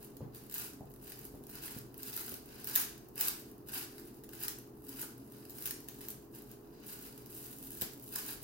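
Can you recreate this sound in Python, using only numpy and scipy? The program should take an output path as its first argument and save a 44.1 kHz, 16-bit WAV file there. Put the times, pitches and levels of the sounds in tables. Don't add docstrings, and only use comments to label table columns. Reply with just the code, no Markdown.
import sys
import numpy as np
from scipy import signal
from scipy.fft import rfft, irfft, next_fast_len
from scipy.io import wavfile
from scipy.ndimage import uniform_filter1d, map_coordinates

SR = 44100
rng = np.random.default_rng(int(sys.argv[2]) if len(sys.argv) > 2 else 0)


def dump(signal):
    limited = np.clip(np.atleast_2d(signal).T, -1, 1)
    pcm = np.round(limited * 32767).astype(np.int16)
    wavfile.write(sys.argv[1], SR, pcm)


N = 372159
TOP_HZ = 15900

# (frequency [Hz], relative level [dB])
CREASE_COLOUR = [(200, -58), (800, -23), (1500, -9.5), (2500, -10.5), (5000, -6), (8000, -7.5), (10500, 0),
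                 (12700, 5), (15600, 3.5)]


def amp(db):
    return 10 ** (np.asarray(db) / 20)


def unit(x):
    return x / np.sqrt(np.mean(x ** 2) + 1e-20)


def along(points, hz):
    point_hz, values = np.transpose(points)
    return np.interp(np.log(hz + 1), np.log(point_hz), values)


def wobble(rate):
    knots = rng.standard_normal(int(N * rate / SR) + 4)
    return map_coordinates(knots, [np.arange(N) * rate / SR], order=2)


def filtered(x, response):
    size = next_fast_len(N + 8192)
    spectrum = rfft(x, size) * response(np.fft.rfftfreq(size, 1 / SR))
    return irfft(spectrum, size)[..., :N]


def audible(x):
    hz = np.fft.rfftfreq(len(x), 1 / SR)
    return np.linalg.norm(irfft(rfft(x) * (hz < TOP_HZ)))


def click(spectrum, ripple_db, size=512):
    hz = np.fft.rfftfreq(size, 1 / SR)
    ripple = unit(uniform_filter1d(rng.standard_normal(len(hz)), size=12))
    cepstrum = irfft(np.log(amp(along(spectrum, hz) + ripple_db * ripple)))
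    cepstrum[1:size // 2] *= 2
    cepstrum[size // 2 + 1:] = 0
    pulse = irfft(np.exp(rfft(cepstrum)))
    return pulse / audible(pulse)


def add(track, s, sound):
    part = track[max(round(s * SR), 0):][:len(sound)]
    part += sound[:len(part)]


def air(spectrum):
    # (frequency [Hz], left-right correlation [-1 to 1])
    alike = [(40, 1), (120, 0.85), (300, 0.82), (450, 0.43), (600, 0.02), (1500, -0.0085)]

    def mid_side_gains(hz):
        turn = np.arccos(np.clip(along(alike, hz), -1, 1)) / 2
        return amp(along(spectrum, hz)) * [np.cos(turn), np.sin(turn)]

    mid, side = filtered(rng.standard_normal((2, N)), mid_side_gains)
    return unit(np.array([mid + side, mid - side]))


def appliance():
    # (frequency [Hz], rms level before the swell [dB], flutter [dB], phase wander [rad])
    hum = [(43.5, -72, -5, 0.99), (119.2, -67, -2, 0.66), (134, -69, -1, 1.07), (210.8, -68.5, 3.5, 0.64),
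           (241, -78, 4, 3.6), (271.6, -65.5, 7, 0.88), (288.3, -67, 8, 1.03), (332, -64, 2.5, 0.99),
           (367, -68.5, 3.5, 1.17), (414.9, -63, 1.24, 0.76)]
    # (time [s], level [dB])
    swell = [(0, -6.5), (3.4, -2.5), (4, 4), (5.1, -1), (6.2, -3.5), (8.4, -5)]
    # (frequency [Hz], relative level [dB])
    drone = [(15, -71), (25, -36), (48, -3), (91, -5.5), (105, -19), (124, 2.5), (178, -5.5), (267, 3.5),
             (301, 0), (330, 1), (389, -3), (419, -3.5), (438, -2), (541, -16), (900, -23.5), (1170, -29),
             (1980, -120)]
    hiss = [(300, 3.5), (700, 5), (1100, 0), (2000, -13), (4000, -74), (9000, -20), (15000, -7.5)]
    swell_hz, swell_width_hz = 323, 53
    t = np.arange(N) / SR
    swell_db = np.interp(t, *np.transpose(swell))
    tones = np.zeros(N)
    for hz, db, flutter_db, wander in hum:
        flutter = amp(flutter_db * wobble(9))
        tone = unit(flutter * np.sin(2 * np.pi * hz * t + wander * wobble(7)))
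        share = np.exp(-((hz - swell_hz) / swell_width_hz) ** 2)
        tones += amp(db + swell_db * share) * tone
    return tones + amp(-56.0) * air(drone) + amp(-61.5) * air(hiss)


def handling():
    # (start [s], length [s], relative fine crackle [dB],
    # relative flexing of the wide sheet [dB], rise from start to end [dB])
    pulls = [(0.01, 0.038, -57, -61, 3), (0.348, 0.12, -63, -67, -2), (0.512, 0.026, -55, -71, 6),
             (0.552, 0.13, -46, -54, -5), (1.033, 0.24, -56, -60.5, -5), (1.327, 0.11, -68.5, -76, -3),
             (1.495, 0.094, -56, -58, 11), (1.623, 0.16, -51.5, -55.5, -4), (1.989, 0.1, -49, -54.5, 5),
             (2.137, 0.078, -46.0, -52, -2.0), (2.23, 0.15, -52.0, -59.5, 1.0),
             (2.458, 0.18, -59.0, -58.5, 11.0), (2.676, 0.043, -44, -47.5, 0),
             (2.761, 0.08, -40.0, -45, -7.0), (3.169, .03, -51, -50, 10), (3.207, 0.08, -40.5, -43.5, 0),
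             (3.379, 0.037, -56.0, -79, -5.5), (3.685, 0.052, -50.5, -53.5, 11),
             (3.744, 0.087, -42.5, -47.5, -2.0), (3.966, 0.22, -62.0, -67, -8.0),
             (4.331, 0.065, -53, -58.5, 5), (4.415, 0.041, -43.5, -49, -3), (4.751, .11, -70, -83, 7.5),
             (4.869, 0.17, -52, -58, 11), (5.199, 0.24, -66.0, -69.5, 2), (5.49, 0.15, -55, -62.5, 8),
             (5.665, .025, -44, -54, -5.5), (5.879, 0.24, -58.0, -64, 12.0),
             (6.351, 0.059, -60, -65.5, -10), (6.476, 0.066, -62.0, -67, -3.5),
             (6.633, 0.21, -73, -69, 9.5), (6.885, 0.39, -57.5, -62.5, -14.0),
             (7.293, 0.17, -54, -63.5, 4.5), (7.47, 0.21, -53.5, -64.5, 3), (7.72, 0.086, -51, -61, 2.5),
             (7.815, 0.013, -43, -47, -3), (8.032, 0.071, -53, -75, 2.5), (8.129, 0.07, -44.5, -51, 4.5),
             (8.213, 0.12, -47, -54, 2), (8.43, 0.036, -51.5, -61, -0.5)]
    grip_db_per_s, release_db_per_s = 310.5, 699
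    tug_s = .05
    settle_db, settle_db_per_s = -13, 75
    idle_crackle_db, idle_flex_db = -84, -79
    cling_depth_db, cling_rate = 2, 25
    t = np.arange(N) / SR
    crackle = np.full(N, amp(idle_crackle_db) ** 2)
    flex = np.full(N, amp(idle_flex_db) ** 2)
    for s, length, crackle_db, flex_db, rise_db in pulls:
        near = slice(max(round((s - .5) * SR), 0), round((s + length + 1) * SR))
        age = t[near] - s
        before, after = np.maximum(-age, 0), np.maximum(age - length, 0)
        work_db = rise_db * (np.clip(age / length, 0, 1) - .5)
        grip_db = -grip_db_per_s * (1 + tug_s / length) * before
        fade_db = np.maximum(-release_db_per_s * after, settle_db - settle_db_per_s * after)
        shape_db = work_db + grip_db + fade_db
        crackle[near] += amp(crackle_db + shape_db) ** 2
        flex[near] += amp(flex_db + shape_db) ** 2
    cling_db = cling_depth_db * wobble(cling_rate)
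    return 10 * np.log10(crackle) + cling_db, 10 * np.log10(flex) + cling_db


def swarm(spectrum, rate, spread_db, clump_db, count=16):
    out = np.zeros(N)
    for _ in range(count):
        at = np.flatnonzero(rng.random(N) < rate / count / SR)
        sizes = amp(spread_db * np.minimum(rng.standard_normal(len(at)), 2))
        pulses = np.zeros(N)
        pulses[at] = rng.choice([-1, 1], len(at)) * sizes / np.sqrt(rate[at])
        out += signal.oaconvolve(pulses, click(spectrum, ripple_db=1.5))[:N]
    return unit(out * amp(clump_db * wobble(140)))


def rustle():
    # (frequency [Hz], relative level [dB])
    crackle_colour = [(300, -64), (1200, -39.5), (3000, -8.5), (4800, -12), (6500, -7.5), (8500, -2.5),
                      (10500, 3), (12700, 6), (15600, 3.5)]
    flex_colour = [(300, -37.5), (650, -11), (980, -3.5), (1170, -5), (1520, 1.5), (1900, -5.5),
                   (2300, -2.5), (2950, -1), (3400, -5.5), (4700, -0.5), (9000, -16)]
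    fine_db, flex_db = handling()
    busy = amp(.62 * (fine_db + 52))
    buckles = swarm(crackle_colour, 3400 * busy, spread_db=6.5, clump_db=3.2)
    fine = amp(fine_db + 2.0) * buckles
    wide = amp(flex_db - 3.5) * swarm(flex_colour, 2400 * busy, spread_db=3.5, clump_db=2.5)
    strays = swarm(CREASE_COLOUR, 60 * np.sqrt(busy), spread_db=4.5, clump_db=0.5, count=6)
    ticks = amp(-59.0 + 1.2 * (fine_db + 52.5)) * strays
    return fine + wide + ticks


def snaps():
    # (time [s], relative level [dB],
    # thinness: tilt below 11 kHz, positive thinner, negative fuller [dB per octave])
    creases = [(0.0281, -40, 3), (.168, -40.5, -0.5), (.3471, -40, -2), (0.3577, -40.5, 4), (.378, -44, -1),
               (0.497, -38.5, -1), (0.5114, -38, 0), (.523, -36, -1.5), (.541, -25, 2), (0.581, -26, 3),
               (0.6166, -37, -4), (.7336, -43, -2), (.9, -48, 6), (0.9062, -49.5, -3), (0.916, -48, 0),
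               (.9377, -44.5, 0), (.9611, -48, -0.5), (1.0296, -53, 6), (1.0428, -46, 5), (1.0772, -40, -1),
               (1.1198, -34.5, -2.5), (1.1903, -37, 11), (1.2513, -34, 5.5), (1.4372, -45, -0.5),
               (1.4674, -40.5, 0.5), (1.493, -42, 1), (1.4977, -38, -0.5), (1.5534, -36, 2),
               (1.6789, -38.5, -8.5), (1.7861, -35, 4), (1.942, -41, -2), (1.978, -36, 16),
               (2.002, -47, 10), (2.0226, -39, 3), (2.0308, -30.5, 1), (2.065, -38, -3), (2.13, -36.5, -4),
               (2.139, -37, 9), (2.164, -23.5, 5), (2.1752, -31, -5), (2.2023, -37, -5), (2.21, -32, 11),
               (2.2795, -34, -5), (2.3403, -31, -1), (2.458, -43, 2), (2.6436, -31, -0.5),
               (2.6536, -35, 12), (2.672, -25.5, 1.2), (2.732, -37, 3), (2.747, -36, 3), (2.754, -18, 0),
               (2.7587, -10.5, -0.8), (2.8009, -25, 13), (2.8381, -35, -5), (2.9782, -43, -3),
               (3.0858, -45, 2), (3.1564, -35.5, 6), (3.178, -28, -2.5), (3.191, -31, 2), (3.2016, -23, 10),
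               (3.2094, -15.5, 0.5), (3.2134, -27, 7), (3.225, -34, 4), (3.2735, -24, 7),
               (3.2827, -17.5, 0), (3.5138, -44, 1), (3.5799, -51, 3), (3.6739, -46, -2), (3.6859, -38, 1),
               (3.7239, -43, 3), (3.981, -39, -4), (3.996, -40.5, -2), (4.0513, -48, 7), (4.2364, -42, -2),
               (4.242, -43, -2.5), (4.2905, -40, -4), (4.3329, -39, -4), (4.435, -25.5, 1.2),
               (4.4808, -21.5, -0.3), (4.5858, -36, 3), (4.841, -48, 0), (4.8654, -48, 1.5),
               (4.883, -42, 1), (4.891, -33, 2), (4.9055, -45, 3), (4.9269, -41, 1), (4.9493, -44, 12),
               (5.016, -30, 4), (5.0275, -39, -9), (5.179, -46, 8), (5.321, -42, 1), (5.4519, -41, -2),
               (5.4962, -38, 1.5), (5.5046, -35.5, 5), (5.5847, -37, -3), (5.6227, -32.5, -0.3),
               (5.6562, -23.5, -1.2), (5.665, -31, -2), (5.7081, -24, -0.1), (5.8029, -41, 1),
               (5.8434, -45, -3), (5.8777, -46, -1), (5.8851, -31, -1), (6.0072, -39.5, -3.5),
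               (6.0131, -37.5, 0), (6.0501, -43, -3.5), (6.0844, -27.5, 1), (6.1023, -32, 4.5),
               (6.358, -49, 3), (6.4207, -42, 6), (6.4739, -51.5, 1), (6.5142, -41, 1.5), (6.8877, -42, -3),
               (6.99, -41, 7), (7.1254, -43.5, -3), (7.177, -39, -2.5), (7.2596, -40, -0.5),
               (7.333, -56, 5), (7.6267, -35.5, 6), (7.7051, -34, 1), (7.7277, -43, 1), (7.7518, -48, 1),
               (7.812, -25, 0.5), (7.819, -19.5, -1.3), (7.8273, -39.5, -2.5), (7.934, -39, 3),
               (7.9761, -46, 0), (7.997, -43, 1), (8.0247, -40, 18), (8.0303, -51, -3), (8.0775, -43, -3),
               (8.158, -22, -2)]
    pivot_hz, chatter, chatter_t60 = 11000, .3, .014
    out = np.zeros(N)
    t = np.arange(SR // 20) / SR
    for s, db, thin_db in creases:
        burst = chatter * rng.standard_normal(len(t)) * amp(-60 * t / chatter_t60)
        burst[0] = 1
        colour = [(hz, level + thin_db * min(np.log2(hz / pivot_hz), 0)) for hz, level in CREASE_COLOUR]
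        snap = signal.fftconvolve(burst, click(colour, ripple_db=0.34))
        add(out, s + .0005, amp(db + 13) * snap / audible(snap))
    return out


def bumps(pat_t60=0.036):
    # (time [s], relative boom of the table top [dB], relative pat of the contact [dB],
    # hardness: extra pat above about 800 Hz, negative softer [dB])
    landings = [(0.2067, -56, -42, 7), (0.2181, -45.5, -58, 3), (0.253, -61, -51, 2),
                (0.8082, -61, -43.5, 10.5), (0.86, -58, -58, 1), (1.341, -57.5, -43.5, -5.5),
                (1.409, -62, -51, -7), (1.765, -54, -42.5, -8), (1.815, -57, -52, -19),
                (2.323, -78, -44, 0), (7.822, -60, -41, 3)]
    # (frequency [Hz], relative level [dB], decay by 60 dB [s])
    modes = [(63.6, -23, 0.17), (120.3, -1.5, 0.5), (144.3, 8, 0.19), (207.4, 2.5, 0.084),
             (255, -1.5, 0.022), (348, -7.5, 0.088), (468, -5, 0.13)]
    # (frequency [Hz], relative level [dB])
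    pat_colour = [(20, -10), (60, 5), (150, 0), (290, 10.5), (400, -0.5), (540, -6), (850, -12.5),
                  (1200, -28), (2500, -74)]
    knock_db, scuff_db = 22, 1.5
    out = np.zeros(N)
    t = np.arange(SR // 2) / SR
    soft_contact = 1 - np.exp(-t / .002)
    ring = sum(amp(level - 60 * t / t60) * np.sin(2 * np.pi * hz * t) for hz, level, t60 in modes)
    for s, boom_db, pat_db, hard_db in landings:
        colour = [(hz, level + hard_db * np.clip(np.log2(hz / 420), 0, 1)) for hz, level in pat_colour]
        force = amp(scuff_db - 60 * t / pat_t60) * soft_contact * rng.standard_normal(len(t))
        force[0] = amp(knock_db)
        pat = signal.fftconvolve(force, click(colour, ripple_db=2.0, size=2048))[:len(t)]
        add(out, s, amp(boom_db) * ring * soft_contact + amp(pat_db) * pat)
    return out


def kitchen(x, count=8):
    # (frequency [Hz], decay by 60 dB [s])
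    room_t60 = [(150, 0.18), (1500, 0.45), (6000, 0.44), (14000, 0.26)]
    # (frequency [Hz], level [dB])
    room_db = [(150, -7.5), (700, 6.5), (3000, -1), (7000, 2.5), (10500, -3.5), (15000, -4.5)]
    noise = rng.standard_normal((count, 2, SR // 2))
    hz, t, bands = signal.stft(noise, SR, nperseg=256)
    decay = amp(-60 * t / along(room_t60, hz)[:, None]) * (1 - np.exp(-t / 0.00043))
    energy = np.mean(decay ** 2, axis=1, keepdims=True) * SR / 2
    decay *= amp(along(room_db, hz))[:, None] / np.sqrt(energy)
    tails = signal.istft(bands * decay, SR, nperseg=256)[1]
    place = np.arange(N) // 512 % count
    out = np.zeros((2, N))
    for k, tail in enumerate(tails):
        out += signal.oaconvolve((x * (place == k))[None], tail, axes=1)[:, :N]
    return out


def scene():
    # (frequency [Hz], lag [s])
    port_lag_s = [(1150, .0013), (2250, .00111), (3350, .00105), (7500, .001), (8700, .000977),
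                  (10150, .000936), (12750, .000902), (15250, .000885)]
    table_room_db = -3
    background = appliance()
    film = rustle() + snaps()
    table = bumps()
    left = filtered(film, lambda hz: np.exp(-2j * np.pi * hz * along(port_lag_s, hz)))
    walls = kitchen(film + amp(table_room_db) * table)
    return np.array([left, film]) + table + walls + background


def record(dry):
    return filtered(dry, lambda hz: 1 / np.sqrt(1 + (hz / TOP_HZ) ** 240))


dry = scene()
out = record(dry)
dump(out)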